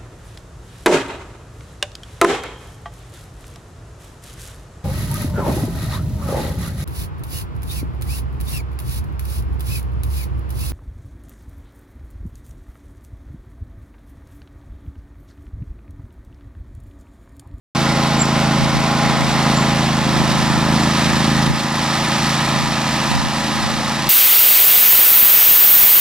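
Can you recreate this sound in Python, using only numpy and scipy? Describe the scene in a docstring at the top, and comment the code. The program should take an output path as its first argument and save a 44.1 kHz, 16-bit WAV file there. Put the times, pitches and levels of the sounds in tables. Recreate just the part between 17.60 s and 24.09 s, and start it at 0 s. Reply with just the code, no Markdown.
"""A ride-on mower on a slope of long grass, driving away from a stereo microphone in a light breeze.
Close by at first, its V-twin, governed near 3270 rpm, thumps in uneven pairs; valves clatter, the fan
whines, the belt-driven blade rushes and shreds. Metal squeaks at 0.6 s; from 1 s gusts rumble on the
microphone and the blade bites into tufts. Near 3 s the engine labours in the thickest grass. From 4 s,
farther up the slope, the exhaust fades and thins, and two faint hoots sound just after 6 s."""
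import sys
import numpy as np
from scipy import signal
from scipy.fft import rfft, irfft, next_fast_len
from scipy.io import wavfile
from scipy.ndimage import map_coordinates

SR = 44100
rng = np.random.default_rng(int(sys.argv[2]) if len(sys.argv) > 2 else 0)


def waveform_to_disk(signal):
    """Save audio, clipped to [-1, 1], as 16-bit WAV at the path in sys.argv[1]."""
    frames = np.transpose(np.atleast_2d(signal))
    scaled = np.clip(frames, -1, 1) * 32767
    samples = np.round(scaled).astype(np.int16)
    wavfile.write(sys.argv[1], SR, samples)


N = 286209
T = np.arange(N) / SR


def from_db(db):
    """Decibels to gain."""
    return 10 ** (np.asarray(db) / 20)


def rms_one(x):
    """Scale to unit power."""
    return x / np.sqrt(np.mean(x ** 2) + 1e-20)


def in_time(rows):
    """Each column of a timed curve at every sample."""
    s, *columns = np.transpose(rows)
    return [np.interp(T, s, c) for c in columns]


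def swell(s, half_s):
    """Bell-shaped envelope peaking at time s."""
    return np.exp(-((T - s) / half_s) ** 2)


def drift(per_s):
    """Smooth random wander of unit power."""
    knots = rng.standard_normal(8192)
    coarse = T[::20]
    return rms_one(np.interp(T, coarse, map_coordinates(knots, [coarse * per_s], order=3, mode="wrap")))


def colour(x, spectrum):
    """Minimum-phase filter through points of f/Hz, gain/dB."""
    size = next_fast_len(N + SR // 2, True)
    size += size % 2
    hz, db = np.transpose(spectrum)
    bins = np.maximum(np.fft.rfftfreq(size, 1 / SR), 1)
    cepstrum = irfft(np.log(from_db(np.interp(np.log(bins), np.log(hz), db))))
    cepstrum[1:size // 2] *= 2
    cepstrum[size // 2 + 1:] = 0
    return irfft(rfft(x, size) * np.exp(rfft(cepstrum)), size)[..., :N]


def strokes(turns, place, spread_db, jitter_s):
    """One click each time a shaft passes a place, a little uneven in size and timing."""
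    at = np.flatnonzero(np.diff(np.floor(turns - place)) > 0)
    timing, size = rng.standard_normal((1024, 2))[:len(at)].T
    at += np.round(timing * jitter_s * SR).astype(int)
    clicks = np.zeros(N)
    clicks[np.clip(at, 0, N - 1)] = from_db(spread_db * size)
    return clicks


def burst(decay_s):
    """A dying ring of many dense modes, with unit energy."""
    t = T[:int(4 * decay_s * SR) + 1]
    ring = rng.standard_normal(SR)[:len(t)] * np.exp(-t / decay_s)
    return ring / np.linalg.norm(ring)


def puffs(clicks, decay_s):
    """Fresh noise that dies away after each click."""
    power = signal.lfilter([1], [1, -np.exp(-2 / (decay_s * SR))], clicks ** 2)
    return rms_one(np.sqrt(power) * rng.standard_normal(N))


# engine speed: t/s, four-stroke cycle rate/Hz
ENGINE_SPEED = [(0.0, 27.423), (0.35, 27.46), (0.55, 27.319), (0.95, 27.208), (1.5, 27.384), (1.75, 27.248),
                (2.15, 27.243), (2.45, 26.867), (2.8, 26.656), (3.2, 27.045), (3.55, 27.06), (4.0, 27.383),
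                (4.2, 27.301), (4.8, 27.321), (5.4, 27.134), (5.9, 27.222), (6.12, 27.386), (6.49, 27.2)]

def crankshaft():
    """Cycles turned, and a load of 0-1 that rises as thick grass drags the speed down."""
    speed = in_time(ENGINE_SPEED)[0]
    return .05 + np.cumsum(speed) / SR, np.interp(speed, [27.0, 27.17], [1, 0])


# the two cylinders blow down: place/cycles, level/dB
FIRINGS = [(-.05, 0), (.308, -.8)]
# muffler colour: f/Hz, close/dB, labouring/dB, far/dB
MUFFLER = [(25, -52, -53, -45), (55.1, -8, -13, -8), (82, -14.5, -6.5, -20), (107, -4, -17, -14),
           (135.7, 4.5, 1.5, -1.5), (165, 1, 2, -6.5), (218, -1, 2, 1.5), (249, -5.5, -2.5, -5),
           (302, -9, -5.5, -8.5), (329, -16.5, -10, -16.5), (362, -12.5, -11, -18), (447, -29, -20.5, -31),
           (900, -30, -32, -25), (3000, -74, -66, -61)]
# blend of those colours on the way up the slope: t/s, labouring/0-1, far/0-1
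MUFFLER_BLEND = [(1.9, 0.2, 0.14), (2.5, 0.4, 0.08), (2.85, 0.4, 0), (3.17, 1, 0.03), (3.55, 1, 0),
                 (3.85, 0.26, 0), (4.05, .3, 0.24), (4.5, 0.07, 0.4), (4.92, 0, .05), (5.45, 0.2, 0.62),
                 (6.1, 0, 1), (6.49, 0, 0.35)]
# colour of the turbulent gas: f/Hz, level/dB
EXHAUST_PUFF = [(40, -37.5), (100, -10), (170, 5.5), (240, 6.5), (350, -1), (430, -17), (520, -1.5),
                (1500, -37)]
# exhaust, falling with distance from the microphone: t/s, level/dB
EXHAUST_LEVEL = [(0.15, -17.5), (0.6, -18), (1.02, -17), (1.25, -18.5), (1.6, -18.5), (1.85, -17),
                 (2.45, -17.5), (2.95, -17), (3.17, -16), (3.3, -18), (3.6, -18), (3.9, -15),
                 (3.985, -22.3), (4.3, -22), (4.5, -21.5), (4.92, -20.5), (5.08, -21.3), (5.5, -23),
                 (6.1, -24), (6.49, -24.5)]

def exhaust(cycles, load):
    """Uneven pairs of gas pulses ring the muffler, barking under load and thinning with distance."""
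    pulses = sum(from_db(db) * strokes(cycles, place, spread_db=.38, jitter_s=.00006)
                 for place, db in FIRINGS)
    close, labouring, far = (rms_one(colour(pulses, np.array(MUFFLER)[:, [0, k]])) for k in (1, 2, 3))
    labour, distance = in_time(MUFFLER_BLEND)
    near = (1 - labour) * close + labour * labouring
    muffled = (1 - distance) * near + distance * far
    gas = rms_one(colour(puffs(pulses, decay_s=.0072), EXHAUST_PUFF))
    turbulence = from_db(-13 + 2.5 * load) * gas
    return from_db(in_time(EXHAUST_LEVEL)[0] + .36 * drift(9)) * (turbulence - muffled)


# valve and piston knocks: place/cycles, level/dB
KNOCKS = [(0.044, -9), (0.204, -10), (0.317, -7), (.51, -6), (0.671, -9), (.75, -8), (.95, -8.5)]
# clatter close to the microphone: f/Hz, level/dB
CLATTER_NEAR = [(100, -26), (300, -0.5), (460, -4), (560, 2), (820, 3.5), (920, -1.5), (1060, 5.5),
                (1170, -2), (1380, -0.5), (1680, -6.5), (1830, -5.5), (2050, -2.5), (2200, -5.5),
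                (2450, -9), (5000, -13), (12000, -47)]
# from far up the slope, where the ground echo shifts the notches: f/Hz, level/dB
CLATTER_FAR = [(100, -17), (300, -2), (430, -15), (560, -2), (720, -0.5), (1020, 0), (1130, -2),
               (1250, 2.5), (1470, -10), (1720, -1.5), (1950, -3), (2200, -12.5), (5000, -21), (12000, -50)]

def clatter(cycles, away, loose_db=9.5):
    """Each knock rings the block in its own repeating way and shakes loose parts."""
    knocks = [from_db(db) * strokes(cycles, place, spread_db=.94, jitter_s=.00008)
              for place, db in KNOCKS]
    block = sum(signal.oaconvolve(k, burst(decay_s=.0023))[:N] for k in knocks)
    rattle = rms_one(block) + from_db(loose_db) * puffs(sum(knocks), decay_s=.014)
    near, far = (rms_one(colour(rattle, spectrum)) for spectrum in (CLATTER_NEAR, CLATTER_FAR))
    return (1 - away) * near + away * far


# engine tones locked to the crank and fan whine: multiple of the cycle rate, close/dB, far/dB, labouring/dB
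FAN_PARTIALS = [(7, -18, -18.5, -11), (10, -39, -32, -32), (12, -17, -16, -14), (16.06, -19.5, -27, -24),
                (19.94, -13.5, -15, -15.5), (23.98, -13, -19.5, -26), (29.99, -9, -10.5, -18),
                (32.1, -32, -17, -12.5), (36, -15, -12, -15.5), (38, -20, -15, -16), (39.5, -22, -19, -28),
                (46, -17.5, -17, -24), (50.6, -16, -17, -17), (67.3, -22.5, -22, -29),
                (71.6, -24, -16, -34), (80.6, -18, -46, -33)]

def fan(cycles, away, load):
    """Tones locked to the crank waver as the machine rocks; distance and load shift their balance."""
    angle = 2 * np.pi * (cycles + .0008 * drift(20))
    out = 0
    for k, near_db, far_db, labouring_db in FAN_PARTIALS:
        db = (1 - load) * ((1 - away) * near_db + away * far_db) + load * labouring_db
        out += np.sqrt(2) * from_db(db + drift(4.13)) * np.sin(k * angle)
    return out


# clatter and fan together: t/s, relative level/dB
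ENGINE_LEVEL = [(0.15, -21), (1.2, -21), (1.5, -19), (1.95, -20), (2.35, -22), (2.8, -20.5), (3.5, -22.5),
                (4.0, -23), (4.9, -23), (5.2, -24), (5.7, -24.5), (6.49, -24.5)]

def engine(cycles, load):
    """Clatter and fan change from their close to their far colour as the mower climbs."""
    away = np.interp(T, [1.2, 3.8], [0, 1])
    return from_db(in_time(ENGINE_LEVEL)[0] - 1.4) * (fan(cycles, away, load) + clatter(cycles, away))


# colour of the rush under the deck: f/Hz, level/dB
DECK_COLOUR = [(40, -5), (100, -3.5), (200, -1.5), (320, 4), (430, -7), (800, 3), (1500, -1), (2400, 0.5),
               (3050, -1), (3850, 1.5), (4300, -0.2), (5600, -2), (6500, -6), (7500, -6.5), (9000, -10.5),
               (12500, -11), (15500, -39)]
# blade drone, beating against the exhaust: multiple of the blade's turning rate, level/dB
BLADE_HUM = [(1, -25), (2, -19), (3, -15.5), (4, -14), (7, -24)]
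# cutting, swelling in thicker grass: t/s, relative level/dB
CUTTING_LEVEL = [(0.152, -28.5), (1.15, -29.5), (2.03, -27), (2.35, -30), (2.5, -28), (2.8, -27),
                 (3.0, -28.7), (3.35, -26), (3.85, -27.5), (4.1, -28), (4.55, -26), (4.95, -27), (5.4, -27),
                 (5.7, -28), (6.49, -28.5)]
BLADE_RATIO = 1.837  # blade turns per engine cycle

def cutting(cycles, stalks_per_s=500):
    """Air rushes off both blade tips, stalks snap as they pass, and the blade drones."""
    blade = 2 * np.pi * BLADE_RATIO * cycles
    crank = 2 * np.pi * cycles
    swish = .046 * (np.cos(blade) + np.cos(2 * blade))
    throb = .095 * (np.cos(crank) + np.cos(3 * crank))  # the engine's uneven pull
    sweep = np.exp(swish + throb)
    cut = rng.random(N) < stalks_per_s * sweep * from_db(3 * drift(14)) / SR
    snaps = cut * rng.choice([-1, 1], N) * from_db(2.5 * np.minimum(rng.exponential(1, N), 4))
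    shredding = rms_one(snaps) + puffs(snaps, decay_s=.0029)
    air = rng.standard_normal(N) * sweep * from_db(.31 * drift(20))
    rush = rms_one(colour(air + from_db(-7) * shredding, DECK_COLOUR))
    hum = sum(np.sqrt(2) * from_db(db + .39 * drift(3.25)) * np.sin(k * blade) for k, db in BLADE_HUM)
    return from_db(in_time(CUTTING_LEVEL)[0] + 4) * (rush + hum)


# wind on the microphone: f/Hz, level/dB
WIND_COLOUR = [(12, -18), (28, -9), (60, 3), (100, -4.5), (160, -5), (300, -18), (600, -29), (3000, -58)]
# light air between gusts: t/s, relative level/dB
LIGHT_AIR = [(0.15, -37), (3.9, -33.5), (4.3, -49), (5.3, -42), (6.49, -35)]

def breeze(gust_strength):
    """Air crossing the microphone makes a lumpy rumble, mostly opposed in its two ports."""
    common, opposed = colour(rng.standard_normal((2, N)), WIND_COLOUR)
    rumble = from_db(-28) * rms_one(common) + rms_one(opposed) * np.array([[1], [-1]])
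    strength = np.hypot(from_db(in_time(LIGHT_AIR)[0]), gust_strength)
    return strength * from_db(.5 - drift(18)) * rumble


# high metal squeaks early on, low hoots at the end: t/s, f/Hz, half-length/s, level/dB
SQUEAKS_AND_HOOTS = [(0.601, 7330, .011, -23), (0.619, 7340, 0.007, -17.5), (.648, 7300, 0.018, -34),
                     (1.983, 7230, 0.018, -30.5), (2.022, 7230, .01, -32), (2.165, 7210, .022, -42),
                     (2.255, 7140, .035, -40.5), (6.1, 550, .035, -33.5), (6.225, 498, .03, -31.5)]

def squeaks_and_hoots(wobble_hz=70.3, flicker_db=5.5):
    """Short swelling tones that flicker in pitch and strength."""
    out = np.zeros(N)
    for s, hz, half_s, db in SQUEAKS_AND_HOOTS:
        phase = 2 * np.pi * np.cumsum(hz + wobble_hz * drift(400)) / SR
        out += np.sqrt(2) * from_db(db) * swell(s, half_s) * np.sin(phase)
    return out * from_db(flicker_db * drift(70))


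# gusts at the microphone: t/s, half-length/s, relative level/dB, dip/dB
GUSTS = [(1.032, .035, -18, 0.5), (1.17, .04, -20, 0.5), (1.567, 0.21, -25, 1), (2.624, 0.2, -25, 0.5),
         (2.938, 0.15, -30, 0), (3.527, .1, -29, -0.5), (3.91, 0.05, -18.5, 2.5), (5.02, 0.12, -28, 1.4),
         (5.58, 0.096, -19.5, 1.4), (6.056, 0.14, -25, 0.8)]

def gusts(attack_s=.038, hold_s=.13, release_s=.16):
    """Strength of the gusts, and a gain for the mower that dips briefly at most of them."""
    strength = sum(from_db(db) * swell(s, half_s) for s, half_s, db, _ in GUSTS)
    corners = [-attack_s, 0, hold_s, hold_s + release_s]
    dip_db = sum(depth * np.interp(T - s, corners, [0, 1, 1, 0]) for s, _, _, depth in GUSTS)
    return strength, from_db(-dip_db)


# modes of the steel deck: f/Hz, width/Hz, level/dB
DECK_MODES = [(660, 120, -6), (1005, 140, 1), (1270, 71, 1), (1720, 100, -3), (2090, 53, -6),
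              (2310, 150, -7), (3740, 190, -2.5)]
# thick tufts in the mower's path: t/s, half-length/s, ring level/dB, rasp f/Hz, rasp level/dB
TUFTS = [(1.224, 0.079, -35, 2100, -36), (1.478, 0.053, -30, 2100, -33), (1.63, 0.046, -38, 2100, -31),
         (1.79, 0.05, -32, 1900, -31), (2.106, 0.057, -40, 2800, -37), (2.256, 0.093, -39, 2750, -35),
         (3.42, .09, -26, 2750, -34), (4.31, 0.057, -24, 1880, -36), (4.557, 0.054, -29, 2830, -40),
         (4.8, 0.047, -27, 2750, -32), (4.944, 0.062, -24.5, 2750, -32), (5.18, .08, -25.5, 2700, -30),
         (5.38, 0.1, -30, 2520, -34)]

def tuft_bites(cycles, band_ratio=1.135):
    """Each blade tip rasps through a tuft and flings stalks against the deck, which rings."""
    tips = strokes(2 * BLADE_RATIO * cycles, 0, spread_db=2.5, jitter_s=.0011)
    spray = puffs(tips, decay_s=.013)
    ringing, out = np.zeros((2, N))
    for k, (hz, width, db) in enumerate(DECK_MODES):
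        mode = signal.lfilter(*signal.iirpeak(hz, hz / width, fs=SR), spray)
        ringing += (-1) ** k * from_db(db) * rms_one(mode)
    for s, half_s, ring_db, hz, rasp_db in TUFTS:
        band = signal.butter(2, [hz / band_ratio, hz * band_ratio], "band", fs=SR, output="sos")
        rasp = rms_one(signal.sosfilt(band, spray))
        out += (from_db(ring_db) * rms_one(ringing) + from_db(rasp_db) * rasp) * swell(s, half_s)
    return out


# the microphone's left port over its right: f/Hz, level/dB
PORT_BALANCE = [(60, -3.5), (91, -3), (140, -0.5), (210, -1.5), (310, 1), (470, -3), (720, 1.5),
                (1080, -0.5), (1640, -0.5), (2480, -2), (3740, -2), (5660, -3), (8550, -0.5), (12900, -2.5)]
# scatter off grass and fence: f/Hz, relative level/dB
SCATTER = [(100, -20.5), (500, -19.5), (1000, -10.5), (2500, -9), (5500, -9.5), (8500, -15), (11000, -8.5),
           (13500, -43)]

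def across_field(x, lag_s, scatter_db):
    """Sound reaches the right port first, its treble louder there; each port gets its own scatter."""
    size = 2 * next_fast_len(N)
    hz, sides = np.fft.rfftfreq(size, 1 / SR), np.array([[1], [-1]])
    at_hz, pan_db = np.transpose(PORT_BALANCE)
    pan = from_db(sides * np.interp(np.log(hz + 1), np.log(at_hz), pan_db) / 2)
    delay = np.exp(-1j * np.pi * hz * lag_s * sides)
    direct = irfft(rfft(x, size) * pan * delay)[:, :N]
    scattered = np.array([signal.oaconvolve(x, burst(decay_s=.05))[:N] for side in range(2)])
    return direct + from_db(scatter_db) * colour(scattered, SCATTER)


def scene():
    """One crankshaft drives the mower out on the slope; the wind blows right at the microphone."""
    cycles, load = crankshaft()
    motor = exhaust(cycles, load) + engine(cycles, load)
    deck = cutting(cycles)
    mower = across_field(motor, lag_s=.000032, scatter_db=-1)
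    deck += tuft_bites(cycles) + squeaks_and_hoots()
    mower += across_field(deck, lag_s=.000036, scatter_db=-1.5)
    gust_strength, dips = gusts()
    return dips * mower + breeze(gust_strength)


def record(dry):
    """The microphone opens and closes abruptly and loses the deepest bass and the top."""
    start_s, low_cut_hz, high_cut_hz = .149, 40, 14800
    gate = np.clip(np.minimum(T - start_s, T[-1] - T) * 1000, 0, 1)
    lean = signal.sosfilt(signal.butter(2, low_cut_hz, "high", fs=SR, output="sos"), dry * gate)
    return signal.sosfilt(signal.ellip(10, .1, 90, high_cut_hz, fs=SR, output="sos"), lean)


dry = scene()
out = record(dry)
waveform_to_disk(out)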